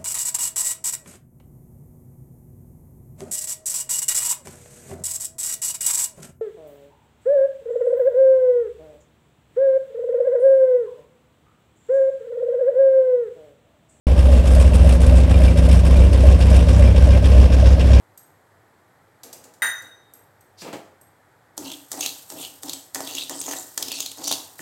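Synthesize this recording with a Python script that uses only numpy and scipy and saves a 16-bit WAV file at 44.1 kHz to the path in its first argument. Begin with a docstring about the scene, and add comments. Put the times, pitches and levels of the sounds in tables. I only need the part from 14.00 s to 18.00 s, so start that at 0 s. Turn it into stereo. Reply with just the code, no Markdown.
"""A floatplane taxis slowly over calm water, heard from the shore. From the first moment its piston engine
idles in an uneven round of exhaust beats: each a deep thump, a bark of the pipe and a crackling puff of
gas, while valves tick and metalwork rattles. Hard clacks and spits of gas soon join, and within a second
a drone of steady pitch swells underneath. Later come louder valve clinks, and right to the end a second
propeller slowly speeds up."""
import sys
import numpy as np
from scipy import signal
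from scipy.fft import rfft, irfft
from scipy.io import wavfile
from scipy.ndimage import uniform_filter1d

SR = 44100
rng = np.random.default_rng(int(sys.argv[2]) if len(sys.argv) > 2 else 0)


def dump_mix(stems):
    """Bounce the given channels to the path in sys.argv[1] as a 16-bit WAV at rate SR."""
    frames = np.atleast_2d(stems).T  # one column per channel
    limited = np.clip(frames, -1, 1)  # hard clip at full scale
    pcm = np.round(limited * 32767).astype(np.int16)
    wavfile.write(sys.argv[1], SR, pcm)


N = 176400

# idle speed: time_s, beat_rate_hz
BEAT_RATE = [(0, 64.55), (1.2, 64.45), (1.7, 64.75), (2.7, 64.72), (4, 64.98)]
# the repeating round, one row per exhaust beat: thump_db, bark_db, bark_hz, gas_db
ROUND = [(-6.0, -12.0, 560.0, -5.5), (-4.0, 0.0, 608.0, -3.0), (-3.0, -2.0, 565.0, -3.5),
         (-0.5, -13.0, 525.0, -0.5), (0.0, -5.5, 535.0, -1.0), (-3.5, -13.0, 575.0, -2.5),
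         (-6.0, -6.0, 590.0, -2.5), (-2.5, -7.0, 535.0, -5.5), (-3.5, -9.0, 525.0, -3.0),
         (-9.0, -21.0, 550.0, -10.0), (-16.0, -18.0, 555.0, -12.0), (-7.0, -4.0, 582.0, -5.5),
         (-4.5, -13.0, 550.0, -0.5), (-2.5, -7.0, 522.0, 0.0), (-7.0, -20.0, 555.0, -9.0),
         (-7.0, -8.0, 565.0, -3.0), (-3.0, -12.0, 515.0, -3.0), (-3.0, -12.0, 530.0, -1.5)]
# spectrum of the gas at the start and at the end: frequency_hz, gain_db
GAS_FIRST = [(410, -32), (700, -8), (931, -9.5), (1130, -4), (1360, -8), (1540, -9), (1920, -11.5),
             (2730, -8), (2990, -10.5), (3730, -12.5), (4030, -15.5), (5860, -16), (6340, -12), (8760, -12),
             (11500, -23), (15500, -45)]
GAS_LAST = [(410, -35), (700, -3.5), (873, -11), (1090, -3), (1320, -9.5), (1580, -6.5), (2160, -9.5),
            (2370, -8.5), (2990, -8.5), (3270, -9.5), (3870, -11.5), (5640, -9.5), (6850, -12),
            (11200, -29), (15500, -59)]
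# swell of the gas: time_s, gain_db
GAS_SWELL = [(0, -3), (.35, -2.5), (.55, 1.5), (.8, 0.5), (1.3, -.5), (1.7, .7), (2.1, -.3), (2.55, 2),
             (2.9, 0), (3.5, .8), (4, 1.2)]
# resonances of the exhaust stack: centre_hz, width_hz, lift_db
STACK_MODES = [(718, 32, 2.5), (770, 35, 2.5), (1050, 75, 3.5), (1592, 120, 5.5), (2710, 170, 4),
               (3200, 98, 4.5), (3610, 120, 4.5), (5230, 115, 4), (5750, 100, 4.5)]
# spectra of the exhaust rumble and the even hiss: frequency_hz, gain_db
RUMBLE_SPECTRUM = [(15, -12), (30, -4), (39, -17), (53, 2.5), (75, 0), (115, 3), (138, -6.5), (185, -2),
                   (230, -3.5), (290, -6), (350, -14), (430, -10.5), (500, -7.5), (610, -11), (720, -15),
                   (850, -17.5), (1100, -19.5), (1350, -26), (1700, -28), (3000, -33), (5000, -37),
                   (9000, -46), (12000, -52), (15500, -54)]
HISS_SPECTRUM = [(300, -20), (1000, 0), (2000, -4), (2800, -2), (4000, -6), (5600, -6), (8000, -16),
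                 (15500, -35)]
# valve ticks within a round: place_beats, gain_db
TICKS = [(.6, -6), (4.5, -2.5), (5.6, -1), (14.6, -2)]
# louder valve clinks: start_s, level_db
CLINKS = [(1.342, -27), (1.481, -24), (1.957, -30), (2.018, -30), (2.876, -30), (3.130, -29), (3.979, -30)]
# modes of the valve gear and of the metalwork: pitch_hz, gain_db
VALVE_MODES = [(2390, 0), (2820, -10), (3200, -13), (3750, -13), (5300, -14)]
METAL_MODES = [(1050, -4), (1600, -3), (1950, -7), (2390, -2), (2670, -4), (2830, -1), (3190, -2),
               (3420, -4), (3590, -2), (3755, -1), (4450, -5), (4900, -5), (5210, -2), (5380, -2),
               (5690, -2), (6900, -9), (8500, -10)]
# speed of the second propeller: time_s, blade_rate_hz
BLADE_RATE = [(0, 77.5), (.6, 83), (1.1, 88.5), (1.6, 92), (2.2, 94), (3, 97.5), (4, 101)]
# harmonics of the propeller and the drone: multiple, level_db
PROP_HARMONICS = [(1, -20.5), (2, -33), (3, -38), (4, -42), (5, -43)]
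DRONE_HARMONICS = [(1, -28), (2, -26.5), (3, -33.5), (4, -45)]
# swells of the propeller and the drone: time_s, gain_db
PROP_SWELL = [(0, -4), (.7, 0), (2.3, 1), (3.2, .5), (4, .5)]
DRONE_SWELL = [(0, -6), (.5, -4), (.75, 2.5), (1.3, 2), (2.2, .5), (3.2, -1), (4, -2.5)]
# hard clacks of the metalwork: start_s, gain_db
CLACKS = [(.191, -3), (1.434, -4), (1.573, -1.5), (1.712, -2), (2.129, -2.5), (2.411, -.5), (2.560, -3),
          (2.686, -2.5), (2.962, -2), (3.106, -5), (3.243, -1), (3.524, -2.5), (3.657, -.5), (3.796, -1.5),
          (3.933, 1.5)]
# first contact and rebounds of a clack: delay_s, gain_db
BOUNCES = [(0, 0), (.005, -4), (.016, -4)]
# spits of gas: start_s, gain_db
SPITS = [(.474, -2), (.549, 0), (.597, -2), (.740, -3), (.752, -1), (.890, 0), (.922, 0), (1.004, -4),
         (1.016, -2), (1.064, -1), (1.436, -5), (1.575, -4), (1.686, -5), (1.714, -3), (1.727, -3),
         (2.131, -3), (2.500, -2), (2.563, 0), (2.688, -5), (3.255, -5)]
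# spectrum of a spit: frequency_hz, gain_db
SPIT_SPECTRUM = [(500, -30), (1500, -10), (3000, -3), (6300, -3), (8800, 0), (10500, -8), (12000, -16),
                 (13000, -26), (15500, -33)]
# phase of the left channel relative to the right: frequency_hz, lead_rad
LEFT_LEAD = [(10, 0.5), (65, 0.14), (300, 0.47), (700, -0.46), (1350, -2.5), (1650, -1.2), (2400, -1),
             (3600, -2), (5200, -2), (6000, -2.5), (9100, -5), (10200, -6), (15000, -5)]
# scattered part of the sound: frequency_hz, power_share
DIFFUSE_SHARE = [(60, .001), (130, 0.0091), (280, 0.038), (600, 0.067), (1200, 0.4), (2400, 0.1),
                 (5000, 0.1), (9000, 0.22), (14000, 0.12)]

TIME_S = np.arange(N) / SR
FREQUENCY_HZ = np.maximum(np.arange(N // 2 + 1) * SR / N, 1)


def undb(db):
    """Decibels to amplitude ratio."""
    return 10 ** (np.asarray(db) / 20)


def level(x, db):
    """Scale to an rms level."""
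    return x * undb(db) / np.sqrt(np.mean(x ** 2))


def curve(rows):
    """Interpolate (time_s, value) rows linearly."""
    return np.interp(TIME_S, *np.array(rows).T)


def across(rows):
    """Interpolate (frequency_hz, value) rows on a logarithmic axis."""
    hz, value = np.array(rows).T
    return np.interp(np.log(FREQUENCY_HZ), np.log(hz), value)


def colour(x, db):
    """Zero-phase filtering by a gain per frequency."""
    return irfft(rfft(x) * undb(db), N)


def walk(rate_hz):
    """Smooth random fluctuation of unit standard deviation."""
    size = max(int(SR / rate_hz), 2)
    held = np.repeat(rng.standard_normal(N // size + 2), size)
    smooth = uniform_filter1d(held[rng.integers(size):][:N], size)
    return smooth / smooth.std()


def pulse(t, rise_s, fall_s):
    """Exponential attack and decay from t = 0."""
    after = np.maximum(t, 0)
    return (1 - np.exp(-after / rise_s)) * np.exp(-after / fall_s)


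def superpose(times, shape):
    """Sum shape(event number, seconds from the event) over all events."""
    out, reach = np.zeros(N), SR // 20
    for k, at in enumerate(times):
        i = np.arange(max(int(at * SR) - reach, 0), min(int(at * SR) + reach, N))
        out[i] += shape(k, i / SR - at)
    return out


def beat_times(beats):
    """Times at which the integral of the beat rate reaches the given counts."""
    count = np.cumsum(curve(BEAT_RATE)) / SR
    past_end_s = np.maximum(beats - count[-1], 0) / BEAT_RATE[-1][1]
    return np.interp(beats, count, TIME_S) + past_end_s


def thumps(times, db):
    """Pressure oscillation: one cycle per beat, scaled by its strength; weak beats come slightly late."""
    lag_s, jitter_s, late_s_per_db = .002, .0007, .00005
    scatter, jitter = rng.standard_normal((len(times), 2)).T
    peaks = times + lag_s + jitter_s * jitter - late_s_per_db * (db - db.mean())
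    size = np.interp(TIME_S, times, undb(db + 1.3 * scatter))
    cycles = np.interp(TIME_S, peaks, np.arange(len(peaks)))
    return level(size * np.cos(2 * np.pi * cycles), db=-8.8)


def barks(times, db, hz):
    """Damped resonance: each beat rings the pipe roughly for a few cycles."""
    lead_s, jitter_s = .0102, .0002
    scatter, detune, jitter = rng.standard_normal((len(times), 3)).T
    size = undb(db + .6 * scatter)
    pitch = hz * (1 + .018 * detune)

    def ring(k, t):
        return size[k] * pulse(t, rise_s=.007, fall_s=.0074) * np.sin(2 * np.pi * pitch[k] * t)

    rings = superpose(times - lead_s + jitter_s * jitter, ring)
    roughness = 1 + .3 * walk(rate_hz=300)
    return level(rings * roughness, db=-28)


def gas_flow(times, db):
    """Pulsating flow: the envelope of one puff per beat, uneven in size and timing."""
    lead_s, jitter_s = .011, .0016
    scatter, jitter = rng.standard_normal((len(times), 2)).T
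    size = undb(db + scatter)
    starts = times - lead_s + jitter_s * jitter
    flow = superpose(starts, lambda k, t: size[k] * pulse(t, rise_s=.006, fall_s=.012))
    return level(flow, db=0)


def flicker(x, depth_db=2.1, rate_hz=40):
    """Amplitude modulation: eight bands, half an octave apart, flare and fade independently."""
    spectrum = rfft(x)
    place = np.clip(2 * np.log2(FREQUENCY_HZ / 1000), 0, 7)
    bands = (irfft(spectrum * np.maximum(1 - np.abs(place - k), 0), N) for k in range(8))
    return sum(band * undb(depth_db * walk(rate_hz)) for band in bands)


def gas(flow):
    """Jet noise: crackling puffs filtered by the stack's resonances; colour shifts as the plane moves."""
    crackle = undb(1.8 * walk(rate_hz=700))
    jet = flicker(flow * crackle * rng.standard_normal(N))
    stack_db = sum(db / (1 + (2 * (FREQUENCY_HZ - hz) / width) ** 2) for hz, width, db in STACK_MODES)
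    first, last = (level(colour(jet, across(rows) + stack_db), db=0) for rows in (GAS_FIRST, GAS_LAST))
    blend = np.linspace(0, 1, N)
    return (first * (1 - blend) + last * blend) * undb(curve(GAS_SWELL) - 33.1)


def rumble(flow):
    """Turbulence: mostly low noise whose amplitude throbs as a power of the gas flow."""
    turbulence = flow ** .55 * rng.standard_normal(N)
    return level(colour(turbulence, across(RUMBLE_SPECTRUM)), db=-21.6)


def hiss():
    """Stationary broadband noise fills the gaps between the beats."""
    return level(colour(rng.standard_normal(N), across(HISS_SPECTRUM)), db=-41)


def struck_metal(times, db, modes, ring_s, scatter_db, detune):
    """Modal vibration: every impact excites its own mix of decaying sinusoids."""
    hz, mode_db = np.array(modes).T
    scatter, mistune, polarity = rng.standard_normal((len(times), 3, len(hz))).swapaxes(0, 1)
    size = undb(db[:, None] + mode_db + scatter_db * scatter) * np.sign(polarity)
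    pitch = hz * (1 + detune * mistune)
    t = np.arange(SR // 25) / SR
    out = np.zeros(N + len(t))
    for at, sizes, pitches in zip(times, size, pitch):
        if 0 <= at * SR < N:
            ring = sizes @ np.sin(2 * np.pi * np.outer(pitches, t))
            out[int(at * SR):][:len(t)] += np.exp(-t / ring_s) * ring
    return out[:N]


def valves(rounds):
    """Impacts ring the valve gear: soft ticks at set places in each round, and a few louder clinks."""
    gear = dict(modes=VALVE_MODES, ring_s=.011, scatter_db=2.5, detune=.012)
    place, db = np.array(TICKS).T
    beats = (np.arange(rounds)[:, None] * len(ROUND) + place).ravel()
    ticks = struck_metal(beat_times(beats), np.tile(db, rounds) - 40, **gear)
    clinks = struck_metal(*np.array(CLINKS).T, **gear)
    return ticks + clinks


def rattle(times, db):
    """Impact excitation: each beat shakes the loose metalwork, which rings in its modes."""
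    lead_s, jitter_s = .006, .003
    contacts = times - lead_s + jitter_s * rng.standard_normal(len(times))
    return struck_metal(contacts, db - 42.5, METAL_MODES, ring_s=.008, scatter_db=5.3, detune=.01)


def hum(hz, harmonics, waver_db):
    """Harmonic series on a slightly wandering fundamental; each partial wavers in level."""
    pitch = hz * (1 + .003 * walk(rate_hz=5))
    phase = 2 * np.pi * np.cumsum(pitch) / SR
    out = np.zeros(N)
    for multiple, db in harmonics:
        amplitude = np.sqrt(2) * undb(db + waver_db * walk(rate_hz=7))
        out += amplitude * np.sin(multiple * phase + 2 * np.pi * rng.random())
    return out


def propeller():
    """Blade-passing tone: its pitch rises as the second propeller speeds up."""
    return hum(curve(BLADE_RATE), PROP_HARMONICS, waver_db=2) * undb(curve(PROP_SWELL))


def drone(pitch_hz=82.4):
    """A low harmonic tone of steady pitch swells, then slowly recedes."""
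    return hum(pitch_hz, DRONE_HARMONICS, waver_db=1.8) * undb(curve(DRONE_SWELL))


def clacks():
    """Elastic rebound: each hard impact rings the metalwork, then strikes twice more, softer."""
    metal = dict(modes=METAL_MODES, ring_s=.008, scatter_db=2, detune=.01)
    starts, db = np.array(CLACKS).T
    return sum(struck_metal(starts + delay_s, db + gain_db - 32, **metal) for delay_s, gain_db in BOUNCES)


def spits():
    """Transient jet noise: sudden bright bursts of gas leave the stack."""
    starts, db = np.array(SPITS).T
    bursts = superpose(starts, lambda k, t: undb(db[k]) * pulse(t, rise_s=.0015, fall_s=.008))
    return level(colour(bursts * rng.standard_normal(N), across(SPIT_SPECTRUM)), db=-45)


def stereo(direct, scattered, balance_db=-.86):
    """Partial coherence: scattered sound and differences of phase and level set left and right apart."""
    share = across(DIFFUSE_SHARE)
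    mid = rfft(direct) * np.sqrt(1 - share)
    side = rfft(scattered) * np.sqrt(share)
    channels = []
    for sign in (1, -1):  # left, right
        spectrum = (mid + sign * side) * np.exp(.5j * sign * across(LEFT_LEAD))
        channels.append(irfft(spectrum, N) * undb(sign * balance_db / 2))
    return np.array(channels)


def scene():
    """Superposition of the idling engine, the second propeller and the drone."""
    rounds = int(N / SR * BEAT_RATE[-1][1] / len(ROUND)) + 1
    times = beat_times(np.arange(rounds * len(ROUND)))
    thump_db, bark_db, bark_hz, gas_db = np.tile(np.array(ROUND, float), (rounds, 1)).T
    flow = gas_flow(times, gas_db)

    def engine():
        exhaust = barks(times, bark_db, bark_hz) + gas(flow) + spits() + hiss() + rumble(flow)
        return exhaust + valves(rounds) + rattle(times, gas_db) + clacks()

    direct, scattered = engine(), engine()  # same beats, independent random detail
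    tones = propeller() + drone() + thumps(times, thump_db)
    return stereo(direct + tones, scattered)


def record(dry):
    """The sound cuts in; soft saturation rounds its peaks and a low-pass filter removes the top."""
    start_s, ramp_s, ceiling, cutoff_hz = .068, .002, 1.07, 15800
    gate = np.clip((TIME_S - start_s) / ramp_s, 0, 1)
    rounded = dry / (1 + (dry / ceiling) ** 8) ** (1 / 8)
    lowpass = signal.ellip(8, .2, 70, cutoff_hz, fs=SR, output="sos")
    return signal.sosfilt(lowpass, gate * rounded)


dry = scene()
out = record(dry)
dump_mix(out)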